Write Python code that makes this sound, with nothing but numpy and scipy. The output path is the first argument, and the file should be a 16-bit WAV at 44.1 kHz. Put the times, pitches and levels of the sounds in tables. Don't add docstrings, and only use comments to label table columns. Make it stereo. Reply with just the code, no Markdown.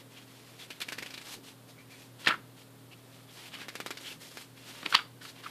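import sys
import numpy as np
from scipy import signal
from scipy.fft import rfft, irfft, next_fast_len
from scipy.io import wavfile
from scipy.ndimage import uniform_filter1d, map_coordinates

SR = 44100
rng = np.random.default_rng(int(sys.argv[2]) if len(sys.argv) > 2 else 0)


def int16_out(signal):
    q = np.round(np.clip(np.atleast_2d(signal).T, -1, 1) * 32767)
    wavfile.write(sys.argv[1], SR, q.astype(np.int16))


N = 242550

# crest_s, level_db, t60_s, panel_hz, bright_to_hz, air_push_db,
# bearing (share of the port phase; positive: right leads, negative: left leads)
BUCKLES = [ (2.248, -34.5, 0.04, 1390, 5500, -10, .7), (2.262, -26, 0.028, 4420, 5500, 0, 0.69),
           (2.271, -15, 0.026, 1820, 2860, 1, 0.62), (2.2743, -12.5, .03, 2000, 4700, -1.5, 0.96),
           (2.282, -20, 0.034, 3480, 9250, -17, 1), (2.288, -17, 0.033, 2050, 3900, -2, 0.99),
           (2.298, -24.5, 0.068, 1420, 2840, -8, -.35), (2.309, -21.5, .06, 1410, 3070, -8, -0.2),
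           (2.322, -23, 0.041, 1460, 2030, -24, -0.8), (2.339, -31, 0.088, 1330, 2080, -27, -0.7),
           (4.8305, -28.5, 0.02, 1320, 3740, 7.5, 1), (4.859, -32.5, 0.078, 1200, 5000, 8, 1),
           (4.862, -20, 0.012, 2540, 4500, 3.5, -0.54), (4.926, -18, 0.016, 1420, 3800, -21, -0.95),
           (4.935, -27.5, .05, 1180, 3680, -9, -1.1), (4.942, -19.5, 0.026, 1180, 3730, -7, -0.92),
           (4.947, -11.5, 0.021, 1090, 4060, -6.5, -.25), (4.9502, -9, 0.015, 1130, 4850, -15, -0.66),
           (4.952, -9, .016, 3400, 5040, -14, -0.66), (4.963, -23.5, 0.083, 3300, 4400, -19, -0.89),
           (4.991, -30, .07, 1300, 3200, -6, -.4), (5.216, -43, 0.061, 1620, 5000, -13, 0.72),
           (5.254, -40.5, 0.066, 1510, 5000, -13, 0.2), (5.44, -41.5, 0.11, 1370, 5560, -8, 0.69),
           (5.464, -33.5, 0.065, 1240, 2520, -23, -0.63)]
# (per Hz, relative)
SHEET_SPECTRUM = [(60, -41), (300, -29), (750, -13.5), (1200, -1.5), (2000, -3.5), (3000, -1.5),
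                  (4500, -2.5), (6000, -12), (10000, -12.5), (14000, -20)]
# (per Hz, relative)
PUSH_SPECTRUM = [(40, -36), (120, -11), (330, -2), (550, -9.5), (900, -15), (2000, -35), (14000, -62)]
# start_s, tick_db (before TICK_GAIN_DB), scrape_db
SLIPS = [ (0.704, -32.5, -34), (0.802, -50, -34), (0.814, -35, -27), (0.885, -31.5, -31.5),
         (0.922, -26, -30.5), (0.983, -29.5, -32), (1.0242, -30, -33.5), (1.0612, -32.5, -36),
         (1.1041, -40, -40), (1.139, -36, -36), (1.176, -35.5, -36.5), (1.212, -45, -42),
         (3.684, -27.5, -35), (3.754, -25.5, -34.5), (3.802, -23, -34.5), (3.8621, -22, -33.5),
         (3.9062, -25, -31), (3.971, -39.5, -36), (4.372, -27, -41)]
# (per Hz, relative)
TICK_SPECTRUM = [(60, -21), (230, 3), (450, 5.5), (1000, -1.5), (1600, 2), (2500, -0.5), (4500, -3.5),
                 (8000, -14), (14500, -12)]
# (per Hz, relative)
SCRAPE_SPECTRUM = [(80, -30), (300, -7.5), (800, -17), (1400, -5), (2400, 0), (3300, -4.5), (4500, -2.5),
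                   (6000, -12.5), (9000, -15), (14500, -20.5)]
# middle_s, level_db, half_length_s, resonance_hz
SWEEPS = [ (0.18, -48, 0.014, 3140), (0.618, -44.5, .018, 3500), (0.727, -50, .007, 3180),
          (1.804, -54, 0.024, 2200), (1.927, -52, 0.025, 2420), (2.011, -59, .028, 2580),
          (2.929, -48.5, 0.011, 2830), (3.298, -52.5, 0.014, 3370), (3.462, -46.5, 0.0064, 2620),
          (3.547, -38.5, 0.0088, 3020), (3.598, -48, 0.0087, 2750), (3.624, -44.5, 0.017, 1650),
          (4.071, -38.5, 0.017, 3220), (4.113, -42, 0.013, 2750), (5.289, -44.5, .012, 4000)]
# start_s, length_s, rub_db, fizz_db (both before trim)
STROKES = [ (-0.03, 0.036, -51.5, -59), (0.097, 0.13, -54.5, -61.5), (0.257, 0.38, -56.5, -61.5),
           (0.578, .06, -49, -54), (0.665, 0.12, -54.5, -63), (0.847, .39, -51, -59),
           (1.237, 0.053, -44.5, -48.5), (1.293, 0.046, -45, -45.5), (1.427, .075, -53.5, -54.5),
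           (1.67, 0.036, -57, -57), (1.89, 0.17, -57, -58), (2.18, .16, -50.5, -55.5),
           (2.558, 0.066, -54, -61), (2.96, 0.15, -62, -69), (3.1, .12, -57.5, -63),
           (3.29, 0.071, -59, -57), (3.352, .13, -47.5, -53.5), (3.505, .13, -43.5, -66),
           (3.697, 0.26, -53, -62), (3.989, 0.14, -48.5, -50.5), (4.195, .09, -50, -51),
           (4.29, 0.072, -53.5, -54.5), (4.358, 0.061, -48, -51), (4.554, 0.095, -53.5, -61),
           (4.647, 0.079, -47, -50.5), (4.728, .28, -46.5, -55), (4.879, 0.028, -44, -46),
           (5.205, 0.095, -50, -51.5), (5.341, .07, -50.5, -67), (5.417, .08, -48, -55.5)]
# (per Hz, relative)
RUB_SPECTRUM = [(100, -16), (330, -3), (700, -6), (1050, -4.5), (1600, -2), (2500, 0), (3300, 0.5),
                (4400, -4), (6000, -15), (14000, -21)]
# (per Hz, relative)
FIZZ_SPECTRUM = [(200, -14), (1500, -4.5), (4500, 5.5), (6000, -0.5), (9500, -2), (14500, -8)]
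# middle_s, level_db, half_length_s, centre_hz
BUMPS = [(0.99, -55, 0.03, 240), (1.376, -51, 0.013, 302), (2.388, -55, 0.014, 280),
         (4.119, -52, 0.0062, 285), (4.170, -56, 0.014, 190), (5.047, -56, 0.013, 260)]
# freq_hz, likeness (0 to 1, before focus)
PAPER_LIKENESS = [(200, 0.97), (700, 0.8), (2400, 0.9), (3500, 0.62), (6000, 0.21), (14000, 0.59)]
# freq_hz, lead_rad
PORT_LEAD = [(100, .02), (700, 0.66), (1600, 1.82), (3300, 1.82), (4400, 2.64), (6000, 6.7), (9000, 8),
             (14000, 27.6)]
# freq_hz, left_minus_right_db
LEFT_MINUS_RIGHT = [(200, 2), (450, 0.5), (900, 0), (1600, 2.5), (2400, 2.5), (4000, -0.2), (6000, -0.5),
                    (14000, 0.5)]
# freq_hz, t60_s
ROOM_DECAY = [(200, 0.75), (1500, 0.23), (5000, 0.27), (14000, 0.066)]
# (per Hz, relative)
AIR_SPECTRUM = [(25, -20), (45, -18), (80, -9.5), (120, -5), (200, -0.5), (330, -2.5), (450, -2.5),
                (700, -7), (1100, -9), (2400, -15.5), (3600, -14), (6000, -21.5), (9000, -18.5),
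                (14500, -19.5)]
# freq_hz, likeness (0 to 1)
AIR_LIKENESS = [(30, 0.45), (80, 0.27), (200, 0.39), (450, 0.36), (1000, 0.069), (10000, .02)]
# freq_hz, silent_level_db (rms, before wavering), full_dip_db
HUM_PARTIALS = [(120.3, -55.5, 8), (160, -67, 2), (268.8, -63.5, 0.5)]

BUCKLE_RISE_SHARE = 0.051
TICK_GAIN_DB = 14.0
SCRAPE_RISE_S, SCRAPE_T60_S = 0.0033, 0.084
EDGE_HZ, EDGE_AT_DB, EDGE_OCTAVES_PER_DB = 2280, -30, 0.12
STROKE_ATTACK_S, STROKE_RELEASE_S = 0.023, 0.027
STROKE_SAG_DB_PER_S = 2.5
RESTING_RUB_DB, RESTING_FIZZ_DB = -72, -71.5
RUB_TRIM_DB, FIZZ_TRIM_DB = -1.1, 2.5
DIP_HALF_DB, DIP_SMOOTH_S = -59, 0.026
TOP_HZ = 14620
EVENT_S = np.arange(SR // 3) / SR
TIME_S = np.arange(N) / SR


def buckles():
    out = np.zeros((2, N))
    lead_in_s = 0.05
    t = EVENT_S - lead_in_s
    for crest_s, level_db, t60_s, panel_hz, bright_to_hz, push_db, bearing in BUCKLES:
        build_up = np.exp(np.minimum(t, 0) / (BUCKLE_RISE_SHARE * t60_s))
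        decay = amp(-60 * np.maximum(t, 0) / t60_s)
        cracks = friction(amp(level_db) * build_up * decay, grain_db=0.5)

        def paper_gain(hz):
            dull = 1 / np.sqrt(1 + (hz / bright_to_hz) ** 8)
            dull = dull + amp(-16.5) * (bright_to_hz / 4500) ** 2
            panel = amp(along(SHEET_SPECTRUM, hz)) * resonance(hz, panel_hz, width=0.13, db=2.5)
            return panel * dull + amp(push_db + along(PUSH_SPECTRUM, hz))

        add(out, crest_s - lead_in_s, ports(colour(cracks, paper_gain), bearing, focus=0.23))
    return out


def slips():
    out = np.zeros((2, N))
    click = np.outer([1, 0.4], bending_wave(spread=0.154))
    rise = np.minimum(EVENT_S / SCRAPE_RISE_S, 1) ** 0.5
    fall_db = -60 * np.maximum(EVENT_S - SCRAPE_RISE_S, 0) / SCRAPE_T60_S
    for start_s, tick_db, scrape_db in SLIPS:
        edge_hz = EDGE_HZ * 2 ** (EDGE_OCTAVES_PER_DB * (EDGE_AT_DB - tick_db))
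        tick = colour(
            amp(tick_db + TICK_GAIN_DB) * click,
            lambda hz: amp(along(TICK_SPECTRUM, hz)) * resonance(hz, edge_hz, width=0.22, db=-3))
        scrape = colour(
            friction(amp(scrape_db + fall_db) * rise, grain_db=3.5),
            lambda hz: amp(along(SCRAPE_SPECTRUM, hz)) * resonance(hz, edge_hz, width=0.13, db=-3.0))
        add(out, start_s, ports(tick + scrape, bearing=1))
    return out


def bending_wave(spread):
    hz = np.fft.rfftfreq(len(EVENT_S), 1 / SR)
    click = irfft(np.exp(-1j * spread * np.sqrt(hz)), len(EVENT_S))
    return click * (EVENT_S < EVENT_S[-1] / 2)


def sweeps():
    out = np.zeros((2, N))
    middle_s = EVENT_S[-1] / 2
    for s, level_db, half_s, panel_hz in SWEEPS:
        swell = friction(amp(level_db) * np.exp(-0.5 * ((EVENT_S - middle_s) / half_s) ** 2), grain_db=-0.5)
        swish = colour(
            swell,
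            lambda hz: amp(along(SCRAPE_SPECTRUM, hz)) * resonance(hz, panel_hz, width=0.07, db=9.0))
        add(out, s - middle_s, ports(swish, bearing=0.92))
    return out


def sliding(rub_db, fizz_db):
    pressure_db = 1.2 * wobble(50)
    rub = colour(friction(np.ones(N), grain_db=3.5), shape(RUB_SPECTRUM))
    rub = rub * amp(rub_db + pressure_db + RUB_TRIM_DB)
    fizz = colour(friction(np.ones(N), grain_db=2.5), shape(FIZZ_SPECTRUM))
    fizz = fizz * amp(fizz_db + pressure_db + FIZZ_TRIM_DB)
    return ports(rub + fizz, bearing=1, focus=0.74)


def hand_motion():
    power = np.outer(amp([RESTING_RUB_DB, RESTING_FIZZ_DB]) ** 2, np.ones(N))
    for start_s, length_s, rub_db, fizz_db in STROKES:
        t = np.maximum(TIME_S - start_s, 0)
        attack = np.minimum(t / STROKE_ATTACK_S, 1)
        release = np.exp(-np.maximum(t - length_s, 0) / STROKE_RELEASE_S)
        sag = amp(-STROKE_SAG_DB_PER_S * t)
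        power += np.outer(amp([rub_db, fizz_db]), attack * release * sag) ** 2
    return 10 * np.log10(power)


def bumps():
    out = np.zeros((2, N))
    middle_s = EVENT_S[-1] / 2
    for s, level_db, half_s, centre_hz in BUMPS:
        push = friction(amp(level_db) * np.exp(-0.5 * ((EVENT_S - middle_s) / half_s) ** 2), grain_db=-1.0)
        puff = colour(push, lambda hz: 1 / (1 + ((hz - centre_hz) / (0.37 * centre_hz)) ** 2))
        add(out, s - middle_s, ports(puff, bearing=1))
    return out


def friction(envelope, grain_db):
    size = len(envelope)
    clumps = unit(uniform_filter1d(rng.standard_normal(size), size=16))
    pair = envelope * rng.standard_normal((2, size)) * amp(grain_db * clumps)
    return np.array([unit(row) for row in pair]) * np.sqrt(np.mean(envelope ** 2))


def ports(pair, bearing, focus=1):
    size = pair.shape[1]
    m = next_fast_len(size + 256)
    hz = np.fft.rfftfreq(m, 1 / SR)
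    mid, side = rfft(pair, m) * blend(focus * along(PAPER_LIKENESS, hz))
    turn = np.exp(0.5j * bearing * along(PORT_LEAD, hz))
    turn = turn * amp(-along(LEFT_MINUS_RIGHT, hz) / 2)
    return irfft(np.array([(mid + side) / turn, (mid - side) * turn]), m)[:, :size]


def blend(likeness):
    blur_rad = np.arccos(np.clip(likeness, 0, 1)) / 2
    return np.array([np.cos(blur_rad), np.sin(blur_rad)])


def colour(x, gain):
    m = 2 * next_fast_len(x.shape[-1] // 2 + 2048)
    cepstrum = irfft(np.log(gain(np.fft.rfftfreq(m, 1 / SR)) + 1e-6))
    cepstrum[1:m // 2] *= 2
    cepstrum[m // 2 + 1:] = 0
    y = irfft(rfft(x, m) * np.exp(rfft(cepstrum)))[..., :x.shape[-1]]
    return unit(y) * np.sqrt(np.mean(x ** 2))


def resonance(hz, centre_hz, width, db):
    return 1 + amp(db) / np.sqrt(1 + ((hz - centre_hz) / (width * centre_hz)) ** 4)


def shape(points):
    return lambda hz: amp(along(points, hz))


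def along(points, hz):
    point_hz, values = np.transpose(points)
    return np.interp(np.log(hz + 1), np.log(point_hz), values)


def amp(db):
    return 10 ** (np.asarray(db) / 20)


def unit(x):
    return x / np.sqrt(np.mean(x ** 2) + 1e-20)


def wobble(rate_hz):
    knots = rng.standard_normal(int(N * rate_hz / SR) + 4)
    return map_coordinates(knots, [TIME_S * rate_hz])


def add(track, s, sound):
    start = max(round(s * SR), 0)
    part = track[:, start:start + sound.shape[-1]]
    part += sound[..., :part.shape[-1]]


def room(x, tail_db):
    size = len(EVENT_S)
    hz, t, bands = signal.stft(rng.standard_normal((2, size)), SR, nperseg=256)
    decay = amp(-60 * t / along(ROOM_DECAY, hz)[:, None])
    tail = signal.istft(bands * decay, SR, nperseg=256)[1][:, :size]
    answer = amp(tail_db) * unit(tail) / np.sqrt(size)
    return x + signal.fftconvolve(x, answer, axes=1)[:, :N]


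def background(paper):
    hz = np.fft.rfftfreq(N, 1 / SR)
    spectra = rfft(rng.standard_normal((2, N))) * amp(along(AIR_SPECTRUM, hz))
    mid, side = irfft(spectra * blend(along(AIR_LIKENESS, hz)), N)
    air = amp(-55.0) * unit(np.array([mid + side, mid - side]))
    rustle_power = np.abs(uniform_filter1d(np.mean(paper ** 2, axis=0), size=int(DIP_SMOOTH_S * SR)))
    dip = rustle_power / (rustle_power + amp(DIP_HALF_DB) ** 2)
    hum = np.zeros(N)
    for freq_hz, level_db, full_dip_db in HUM_PARTIALS:
        gain = amp(level_db - full_dip_db * dip + 1.06 * wobble(6.3))
        phase_rad = 2 * np.pi * freq_hz * TIME_S + 0.36 * wobble(4.14)
        hum += gain * np.sqrt(2) * np.sin(phase_rad)
    return air + hum


def scene():
    paper = buckles() + slips() + sweeps() + sliding(*hand_motion()) + bumps()
    return room(paper, tail_db=-17.5) + background(paper)


def record(dry):
    m = next_fast_len(N + SR // 2)
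    keep = 1 / np.sqrt(1 + (np.fft.rfftfreq(m, 1 / SR) / TOP_HZ) ** 200)
    return irfft(rfft(np.clip(dry, -1, 1), m) * keep, m)[:, :N]


dry = scene()
out = record(dry)
int16_out(out)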